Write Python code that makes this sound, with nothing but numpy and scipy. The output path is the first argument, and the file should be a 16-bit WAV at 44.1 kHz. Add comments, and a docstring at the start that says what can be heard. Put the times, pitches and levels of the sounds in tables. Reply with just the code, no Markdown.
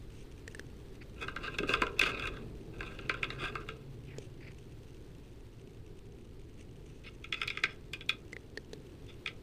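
"""Cat eating kibble on a metal roof

Pellets knock, scrape and crack as the teeth grab them, beside a microphone resting on the sheet.
Each knock arrives as a short falling bending wave; the muzzle bumps and sways the metal.
Between bouts come wet smacks and licks, over outdoor rumble, two far engines and a faint hiss."""
import sys
import numpy as np
from scipy import signal
from scipy.fft import rfft, irfft, next_fast_len
from scipy.io import wavfile
from scipy.ndimage import map_coordinates

SR = 44100
rng = np.random.default_rng(int(sys.argv[2]) if len(sys.argv) > 2 else 0)


def int16_out(signal):
    """Quantize to a 16-bit WAV file."""
    q = np.round(np.clip(np.atleast_2d(signal).T, -1, 1) * 32767)
    wavfile.write(sys.argv[1], SR, q.astype(np.int16))


N = 415422
TIME_S = np.arange(N) / SR
BLOW_SAMPLES = 2 ** 13
AGE_S, BLOW_HZ = np.arange(BLOW_SAMPLES) / SR, np.fft.rfftfreq(BLOW_SAMPLES, 1 / SR)
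TURN_S = 5.0  # the cat turns from the near spot to the far one


def amp(db):
    """Decibels to gain."""
    return 10 ** (np.asarray(db) / 20)


def unit_rms(x):
    """Scale to rms 1."""
    return x / np.sqrt(np.mean(x ** 2) + 1e-20)


def unit_peak(x):
    """Scale to peak 1."""
    return x / np.abs(x).max()


def unit_energy(x):
    """Scale to energy 1."""
    return x / np.linalg.norm(x)


def log_interp(points, hz):
    """Read (Hz, value) points on a log axis."""
    point_hz, values = np.transpose(points)
    return np.interp(np.log(hz + 1), np.log(point_hz + 1), values)


def wobble(rate_hz):
    """Smooth random curve, rate_hz knots a second."""
    knots = rng.standard_normal(int(N * rate_hz / SR) + 4)
    return map_coordinates(knots, [np.arange(N) * rate_hz / SR])


def filtered(x, response):
    """Apply a gain given as a function of Hz."""
    size = next_fast_len(N + SR // 2)
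    return irfft(rfft(x, size) * response(np.fft.rfftfreq(size, 1 / SR)), size)[:N]


def noise(spectrum):
    """Noise of rms 1, coloured by (Hz, dB) points."""
    return unit_rms(filtered(rng.standard_normal(N), lambda hz: amp(log_interp(spectrum, hz))))


def gliding_noise(hz, width_hz):
    """Noise of rms 1 in a resonance that follows the curve hz."""
    pole = np.exp(-np.pi * width_hz / SR)
    drift = signal.sosfilt([[1, 0, 0, 1, -2 * pole, pole ** 2]], rng.standard_normal((2, len(hz))))
    phase = 2 * np.pi * np.cumsum(hz) / SR
    return unit_rms(drift[0] * np.cos(phase) + drift[1] * np.sin(phase))


def resonances(modes):
    """Causal response of (Hz, width Hz, dB) modes, alternating in sign."""
    return sum((-1) ** k * amp(db) * 1j * BLOW_HZ * width / (hz ** 2 - BLOW_HZ ** 2 + 1j * BLOW_HZ * width)
               for k, (hz, width, db) in enumerate(modes))


def grains(rate_hz, spread_db):
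    """Impulses of random time, sign and size."""
    impulses = (rng.random(N) < rate_hz / SR) * rng.choice([-1, 1], N)
    return impulses * amp(spread_db * rng.standard_normal(N).clip(-2, 2))


def arch(length_s):
    """Half-sine envelope."""
    return np.sin(np.linspace(0, np.pi, round(length_s * SR)))


def excerpt(track, start_s):
    """One blow's length of a track."""
    return track.take(round(start_s * SR) + np.arange(BLOW_SAMPLES), mode="wrap")


def add(track, start_s, sound):
    """Mix a sound into a track."""
    start = max(round(start_s * SR), 0)
    span = track[start:start + len(sound)]
    span += sound[:len(span)]


# Pellets striking the sheet. Each row: start in seconds, relative level in dB, favoured pitch in Hz.
PELLET_KNOCKS = [(1.281, -23.5, 1440), (1.3623, -23.5, 1210), (1.478, -25.5, 1260), (1.585, -19, 3030),
                 (1.631, -25.5, 1230), (1.6923, -18.5, 2500), (1.7367, -12.5, 2690), (1.8185, -12, 1400),
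                 (1.8661, -23.5, 1440), (1.994, -11.5, 3100), (2.0124, -12, 2700), (2.0355, -17, 3460),
                 (2.0595, -20, 1600), (2.083, -30, 1560), (2.1961, -27, 2620), (2.2221, -26, 2430),
                 (2.2543, -23.5, 2500), (2.273, -24, 2430), (2.806, -25.5, 1140), (2.829, -31, 1590),
                 (2.9883, -31.5, 2300), (3.094, -15, 1920), (3.1138, -30, 1660), (3.141, -26.5, 1530),
                 (3.2293, -17, 2460), (3.2418, -26, 2500), (3.3032, -26.5, 2300), (3.4481, -26.5, 2540),
                 (3.5529, -22, 1360), (3.688, -25.5, 2180), (7.2418, -31, 2480), (7.3246, -18.5, 2780),
                 (7.3409, -23.5, 2680), (7.415, -19, 1820), (7.4315, -25, 2080), (7.478, -21, 3200),
                 (7.501, -22.5, 2600), (7.5728, -23, 1870), (7.637, -12, 2530), (7.9341, -24, 2830),
                 (8.0084, -32.5, 2450), (8.0923, -13.5, 3130), (9.26, -22, 3020), (9.275, -24.5, 2560)]

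def knocks(gain_db=15, slip_s=0.0017, crumble_s=0.0059, run_up_s=0.01, lead_s=0.00076):
    """Pellets, settling fragments and flicked crumbs slip, strike and crumble within milliseconds."""
    fragments = [(s + 0.012 * (0.5 + rng.random()), db - 14, hz) for s, db, hz in PELLET_KNOCKS]
    crumbs = [(s, db, 1900) for s, db in nudges(gain_db=8, scatter_db=4.5)]
    since_strike_s = AGE_S - run_up_s
    grit_envelope = np.exp(-np.maximum(since_strike_s / crumble_s, -since_strike_s / slip_s))
    strike = np.exp(-2j * np.pi * BLOW_HZ * run_up_s)
    out = np.zeros(N)
    for start_s, db, pitch_hz in list(PELLET_KNOCKS) + fragments + crumbs:
        grit = rng.standard_normal(BLOW_SAMPLES) * grit_envelope
        force = strike + 0.72 * rfft(unit_energy(grit))
        # harder contacts are shorter, so brighter
        slope = 0.51 * np.log(pitch_hz / 2400)
        hardness = (BLOW_HZ.clip(1300, 10000) / 2400) ** slope
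        octaves = np.log2((BLOW_HZ + 1) / pitch_hz)
        emphasis = amp(5 * np.exp(-(octaves / 0.67) ** 2))
        wave = irfft(force * hardness * emphasis * sheet_colour(start_s) * sheet_path())
        add(out, start_s - run_up_s - lead_s, amp(db + gain_db) * unit_energy(wave))
    return out


# Sheet resonances. Each row: centre in Hz, width in Hz, gain in dB at the near spot, at the far spot.
SHEET_MODES = [(422, 51, -1, -7), (557, 1000, -18.5, -22.5), (1037, 23, -5.5, -16), (1240, 103, -4.5, -9.5),
               (1355, 75, -1, -4), (1582, 69, 0.5, -1.5), (2160, 265, -5, 3), (2538, 153, 2, 4.5),
               (2790, 180, -1, -1), (3423, 170, -4, 3), (3787, 290, -8, -5), (4626, 300, -12.5, -9),
               (5130, 98, -15, -3.5), (5980, 2700, -24.5, -18.5), (9040, 240, -26.5, -19)]
# Bands blocked by the ribs. Each row: centre in Hz, width in Hz, depth from 0 to 1.
RIB_STOPBANDS = [(850, 120, 0.76), (1083, 29, 0.4), (1780, 350, 0.47), (2290, 105, 0.75), (3050, 134, 0.55),
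                 (4600, 110, 0.8)]
# Pellet contact force. Each row: frequency in Hz, level in dB.
CONTACT_SPECTRUM = [(60, -2), (400, 4.5), (1200, 7), (5000, -1), (9000, -2), (15000, -7.5)]

def sheet_colour(time_s, scatter_db=2.8, detune=0.008):
    """Each spot stirs the sheet's modes differently, and no two pellets lie alike."""
    modes = [(hz * (1 + detune * rng.standard_normal()), width_hz,
              (near_db if time_s < TURN_S else far_db) + scatter_db * rng.standard_normal())
             for hz, width_hz, near_db, far_db in SHEET_MODES]
    notches = [1 - depth * resonances([(hz, width_hz, 0)]) for hz, width_hz, depth in RIB_STOPBANDS]
    return resonances(modes) * np.prod(notches, axis=0) * amp(log_interp(CONTACT_SPECTRUM, BLOW_HZ))


# Decay of the sheet's echoes. Each row: frequency in Hz, T60 in seconds.
SHEET_T60 = [(400, 1), (1400, 0.18), (3000, 0.16), (12000, 0.11)]

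def sheet_path(echo_db=-11, echo_rise_s=0.0018):
    """The direct bending wave, then its echoes from ribs and edges."""
    # speed goes as the root of frequency, so treble arrives first
    delay_at_1khz_s = 0.004 * rng.uniform(0.4735, 1)
    direct = np.exp(-4j * np.pi * delay_at_1khz_s * np.sqrt(BLOW_HZ * 1000))
    hz, frame_s, frames = signal.stft(rng.standard_normal(BLOW_SAMPLES), SR, nperseg=128)
    decay = amp(-60 * frame_s / log_interp(SHEET_T60, hz)[:, None])
    echoes = signal.istft(frames * decay, SR, nperseg=128)[1][:BLOW_SAMPLES]
    echoes *= (1 - np.exp(-AGE_S / echo_rise_s)) ** 2
    return direct * (1 + amp(echo_db) * rfft(unit_energy(echoes)))


# Muzzle effort, one curve per bout of eating. Each row: time in seconds, effort in dB.
BOUT_EFFORT = [
    [(1.19, -62), (1.712, -50.5), (1.8, -46), (1.96, -68)],
    [(2.0, -47), (2.146, -40), (2.354, -52.5), (2.45, -64)],
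    [(2.75, -58), (2.836, -43.5), (2.948, -56), (3.442, -51.5), (3.732, -63), (3.8, -68)],
    [(7.33, -51.5), (7.72, -57)],
]

def nudges(gain_db, scatter_db, interval_s=0.06):
    """Uneven nudges of lips and teeth, following the effort, as (seconds, dB) rows."""
    rows = []
    for bout in BOUT_EFFORT:
        times_s, effort_db = np.transpose(bout)
        beats_s = np.arange(times_s[0], times_s[-1], interval_s)
        starts_s = beats_s + interval_s * rng.random(len(beats_s))
        levels_db = np.interp(starts_s, times_s, effort_db) + gain_db
        rows += zip(starts_s, levels_db + scatter_db * rng.standard_normal(len(beats_s)))
    return rows


# Pellets splitting between the teeth. Each row: start in seconds, peak in dB.
PELLET_CRACKS = [(1.587, -23.5), (1.994, -14), (2.016, -22), (7.4757, -28), (7.637, -21.5), (8.092, -32.5)]
# Fracture colour. Each row: frequency in Hz, relative density in dB.
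FRACTURE_SPECTRUM = [(1500, 2), (3400, 14), (5000, 11), (8500, -10), (15000, -27)]

def cracks(split_s=0.0021, splinter_s=0.012, splinter_db=-16):
    """A brittle pellet splits in a burst of tiny fractures, then splinters; heard through the air."""
    out = np.zeros(N)
    breaks = grains(rate_hz=4000, spread_db=6)
    fractures = filtered(breaks, lambda hz: amp(log_interp(FRACTURE_SPECTRUM, hz)))
    fade = np.exp(-AGE_S / split_s) + amp(splinter_db) * np.exp(-AGE_S / splinter_s)
    for start_s, db in PELLET_CRACKS:
        add(out, start_s, amp(db) * unit_peak(fade * excerpt(fractures, start_s)))
    return out


# Pellets dragged on the sheet. Each row: start in seconds, length in seconds, relative level in dB.
PELLET_DRAGS = [(1.198, 0.049, -39), (1.415, 0.071, -40), (1.669, 0.092, -35), (2.012, 0.1, -33),
                (3.383, 0.12, -36), (7.037, 0.053, -45.5), (9.072, 0.052, -54.5)]

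def scrapes(gain_db=-1, catch_db=3.5, shuffle_s=0.079, cutoff_hz=9000):
    """Dragged and nudged pellets catch and slip in a gritty swell that rings the sheet."""
    out = np.zeros(N)
    slips = unit_rms(grains(rate_hz=1300, spread_db=2.5) * amp(catch_db * wobble(110)))
    shuffles = [(s - shuffle_s / 2, shuffle_s, db) for s, db in nudges(gain_db=0.5, scatter_db=1.5)]
    for start_s, length_s, db in list(PELLET_DRAGS) + shuffles:
        swell = np.sqrt(np.sin(np.pi * np.clip(AGE_S / length_s, 0, 1)))
        drag = swell * excerpt(slips, start_s)
        ring = irfft(sheet_colour(start_s) * sheet_path() / (1 + 1j * BLOW_HZ / cutoff_hz))
        add(out, start_s, amp(db + gain_db) * signal.fftconvolve(drag, unit_energy(ring)))
    return out


# Muzzle bumps on the sheet. Each row: start in seconds, relative peak in dB.
MUZZLE_BUMPS = [(1.599, -24.5), (1.629, -23.5), (1.692, -24.5), (1.816, -23), (2.026, -24), (3.427, -32.5)]
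# Sheet modes under a soft push. Each row: centre in Hz, width in Hz, gain in dB.
PUSH_MODES = [(232, 153, -8.5), (405, 145, -2)]

def bumps(gain_db=-4, push_s=0.02, cutoff_hz=600):
    """The soft muzzle moves only the sheet's low modes."""
    out = np.zeros(N)
    for start_s, db in MUZZLE_BUMPS:
        push = rng.standard_normal(BLOW_SAMPLES) * np.exp(-AGE_S / push_s)
        thud = irfft(rfft(push) * resonances(PUSH_MODES) / (1 + (BLOW_HZ / cutoff_hz) ** 4))
        add(out, start_s, amp(db + gain_db) * unit_peak(thud))
    return out


def rocking(sway_hz=36, width_hz=16, rub_db=-4, firm_db=-50, far_db=-14):
    """Leaning in, the cat sways the sheet at its lowest mode; its chin rubs out a low murmur."""
    bouts_db = [np.interp(TIME_S, *np.transpose(bout), left=-np.inf, right=-np.inf)
                for bout in BOUT_EFFORT]
    effort = amp(np.max(bouts_db, axis=0) - firm_db)
    weight = amp(firm_db + far_db * (TIME_S > TURN_S)) * effort ** 0.6
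    sway_ring = irfft(resonances([(sway_hz, width_hz, 0)]) ** 2)
    rub_ring = irfft(resonances(PUSH_MODES) / (1 + 1j * BLOW_HZ / 700))
    sway = signal.oaconvolve(rng.standard_normal(N), sway_ring)[:N]
    rub = signal.oaconvolve(rng.standard_normal(N), rub_ring)[:N]
    return weight * (unit_rms(sway) + amp(rub_db) * unit_rms(rub))


# Tongue and lips parting. Each row: start in seconds, pop peak in dB, pop pitch in Hz,
# pop decay in seconds, relative jaw level in dB, spray peak in dB, spray resonance in Hz.
LIP_SMACKS = [(.478, -37, 1830, 0.002, -44.5, -35.5, 7800), (0.5476, -38, 1760, 0.0027, -51, -36.5, 8200),
              (0.5945, -34, 1680, 0.0013, -42.5, -32.5, 8500), (4.184, -52, 2390, .0007, -36, -34, 7100),
              (8.3298, -34, 2060, 0.0032, -45, -38, 7700), (8.3656, -32, 1970, 0.0011, -44, -43, 3800),
              (8.574, -31.5, 1800, 0.0025, -38, -29.5, 4360), (8.7326, -48, 1680, 0.0011, -37.5, -35, 4400)]
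# Bursting saliva. Each row: frequency in Hz, relative density in dB.
SPRAY_SPECTRUM = [(600, -13), (2000, 5), (5500, 1.5), (15000, -21.5)]

def smacks(pop_rise_s=0.0006, spray_rise_s=0.00034, spray_decay_s=0.0018, jaw_hz=440, jaw_t60_s=0.035):
    """A saliva film breaks: a round pop, a spray that stirs a mouth resonance, a thud of the jaw."""
    out = np.zeros(N)
    spray_envelope = (1 - np.exp(-AGE_S / spray_rise_s)) * np.exp(-AGE_S / spray_decay_s)
    jaw = np.sin(2 * np.pi * jaw_hz * AGE_S) * amp(4 - 60 * AGE_S / jaw_t60_s)
    for start_s, pop_db, pop_hz, decay_s, jaw_db, spray_db, spray_hz in LIP_SMACKS:
        pop_envelope = (1 - np.exp(-AGE_S / pop_rise_s)) ** 2 * np.exp(-AGE_S / decay_s)
        pop = unit_peak(np.sin(2 * np.pi * pop_hz * AGE_S) * pop_envelope)
        burst = rng.standard_normal(BLOW_SAMPLES) * spray_envelope
        mouth = 1 + resonances([(spray_hz, 450, 10)])
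        spray = irfft(rfft(burst) * amp(log_interp(SPRAY_SPECTRUM, BLOW_HZ)) * mouth)
        spray *= AGE_S < AGE_S[-1] / 2  # cut the FFT wrap-around
        add(out, start_s, amp(pop_db) * pop + amp(spray_db) * unit_peak(spray) + amp(jaw_db) * jaw)
    return out


# Wet licks. Each row: start in seconds, length in seconds, level in dB,
# mouth resonance in Hz at the start, at the end, upper resonance gain in dB.
LIP_LICKS = [(1.007, 0.029, -56.5, 2120, 2130, -11), (4.047, 0.15, -61, 2870, 1625, -23),
             (4.376, 0.16, -59.5, 2140, 2200, -12)]

def licks(width_hz=900, upper_ratio=2.15, flutter_db=3.5):
    """The tongue swishes over the lips, through two mouth resonances that glide with the jaw."""
    out = np.zeros(N)
    for start_s, length_s, db, start_hz, end_hz, upper_db in LIP_LICKS:
        swell = arch(length_s)
        mouth_hz = np.linspace(start_hz, end_hz, len(swell))
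        lower = gliding_noise(mouth_hz, width_hz)
        upper = amp(upper_db) * gliding_noise(upper_ratio * mouth_hz, width_hz)
        add(out, start_s, amp(db) * swell * (lower + upper))
    return out * amp(flutter_db * wobble(120))


# Lip rustles. Each row: start in seconds, length in seconds, level in dB.
LIP_RUSTLES = [(0.128, 0.13, -62.5), (0.51, 0.011, -54), (4.188, 0.088, -63), (4.582, 0.01, -58.5),
               (6.573, 0.072, -63.5), (6.796, 0.24, -70)]
# Colour of rustles and ticks. Each row: frequency in Hz, relative density in dB.
TREBLE_SPECTRUM = [(1500, -11), (2700, 6.5), (4800, -12), (6200, 0.5), (7400, -11.5), (8600, -4),
                   (10000, -15), (15000, -69)]

def rustles(flutter_db=4):
    """Lips and whiskers rub in short, uneven strokes."""
    strokes = np.zeros(N)
    for start_s, length_s, db in LIP_RUSTLES:
        add(strokes, start_s, amp(db) * arch(length_s))
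    return strokes * unit_rms(amp(flutter_db * wobble(110)) * noise(TREBLE_SPECTRUM))


def ticks(level_db=-73, life_s=0.0024):
    """Faint, high, random ticks run throughout."""
    impulses = np.abs(grains(rate_hz=70, spread_db=2))
    bursts = signal.oaconvolve(impulses, AGE_S * np.exp(-2 * AGE_S / life_s))[:N]
    return amp(level_db) * unit_rms(bursts * noise(TREBLE_SPECTRUM))


# Far engines. Each row: start and end in seconds, level in dB, start and end pitch in Hz.
FAR_ENGINES = [(2.1, 6.2, -57.5, 112, 110), (2.9, 4.8, -54, 128.7, 140.7)]

def engines(fade_s=0.4, waver_db=1.8, waver_hz=1.79):
    """Far engines hum in and out, wavering in pitch and level."""
    out = np.zeros(N)
    for start_s, end_s, db, start_hz, end_hz in FAR_ENGINES:
        fade = np.clip(np.minimum(TIME_S - start_s, end_s - TIME_S) / fade_s, 0, 1)
        gain = amp(db + waver_db * wobble(6))
        hz = np.interp(TIME_S, [start_s, end_s], [start_hz, end_hz]) + waver_hz * wobble(7.6)
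        out += fade * gain * np.sin(2 * np.pi * np.cumsum(hz) / SR)
    return out


# Outdoor levels. Each row: time in seconds, then relative rumble, drone and hiss levels in dB.
OUTDOOR_LEVELS = [(0, -53.5, -57.5, -72), (2.23, -53.5, -50.5, -72), (5.3, -56.5, -57.5, -74),
                  (6.1, -55, -56.5, -76), (9.42, -57, -55.5, -72.5)]
# Colours of the three layers. Each row: frequency in Hz, relative density in dB.
RUMBLE_SPECTRUM = [(8, -0.5), (60, -1.5), (100, -5.5), (160, -24), (400, -87)]
DRONE_SPECTRUM = [(50, -31.5), (110, 8.5), (145, 5.5), (190, -0.5), (300, 0.5), (400, 2.5), (480, -4.5),
                  (600, -14.5), (900, -21), (2000, -56)]
HISS_SPECTRUM = [(400, -4), (900, 7.5), (4200, 2), (6300, -7), (8600, -6.5), (10000, -11)]

def outdoors():
    """Low rumble, the drone of far traffic and a thin, flickering hiss."""
    times_s, *levels_db = np.transpose(OUTDOOR_LEVELS)
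    rumble_db, drone_db, hiss_db = [np.interp(TIME_S, times_s, db) for db in levels_db]
    rumble = amp(rumble_db + 3) * noise(RUMBLE_SPECTRUM)
    drone = amp(drone_db + 3 + 0.79 * wobble(8.3)) * noise(DRONE_SPECTRUM)
    hiss = amp(hiss_db + 6 + 0.8 * wobble(31)) * noise(HISS_SPECTRUM)
    return rumble + drone + hiss


def scene():
    """One microphone, alike in both channels."""
    eating = knocks() + cracks() + scrapes() + bumps() + rocking()
    mouth = smacks() + licks() + rustles()
    mono = eating + mouth + ticks() + outdoors() + engines()
    return np.array([mono, mono])


def record(dry):
    """Brick-wall low-pass at 15.3 kHz."""
    return np.array([filtered(channel, lambda hz: hz < 15300) for channel in dry])


dry = scene()
out = record(dry)
int16_out(out)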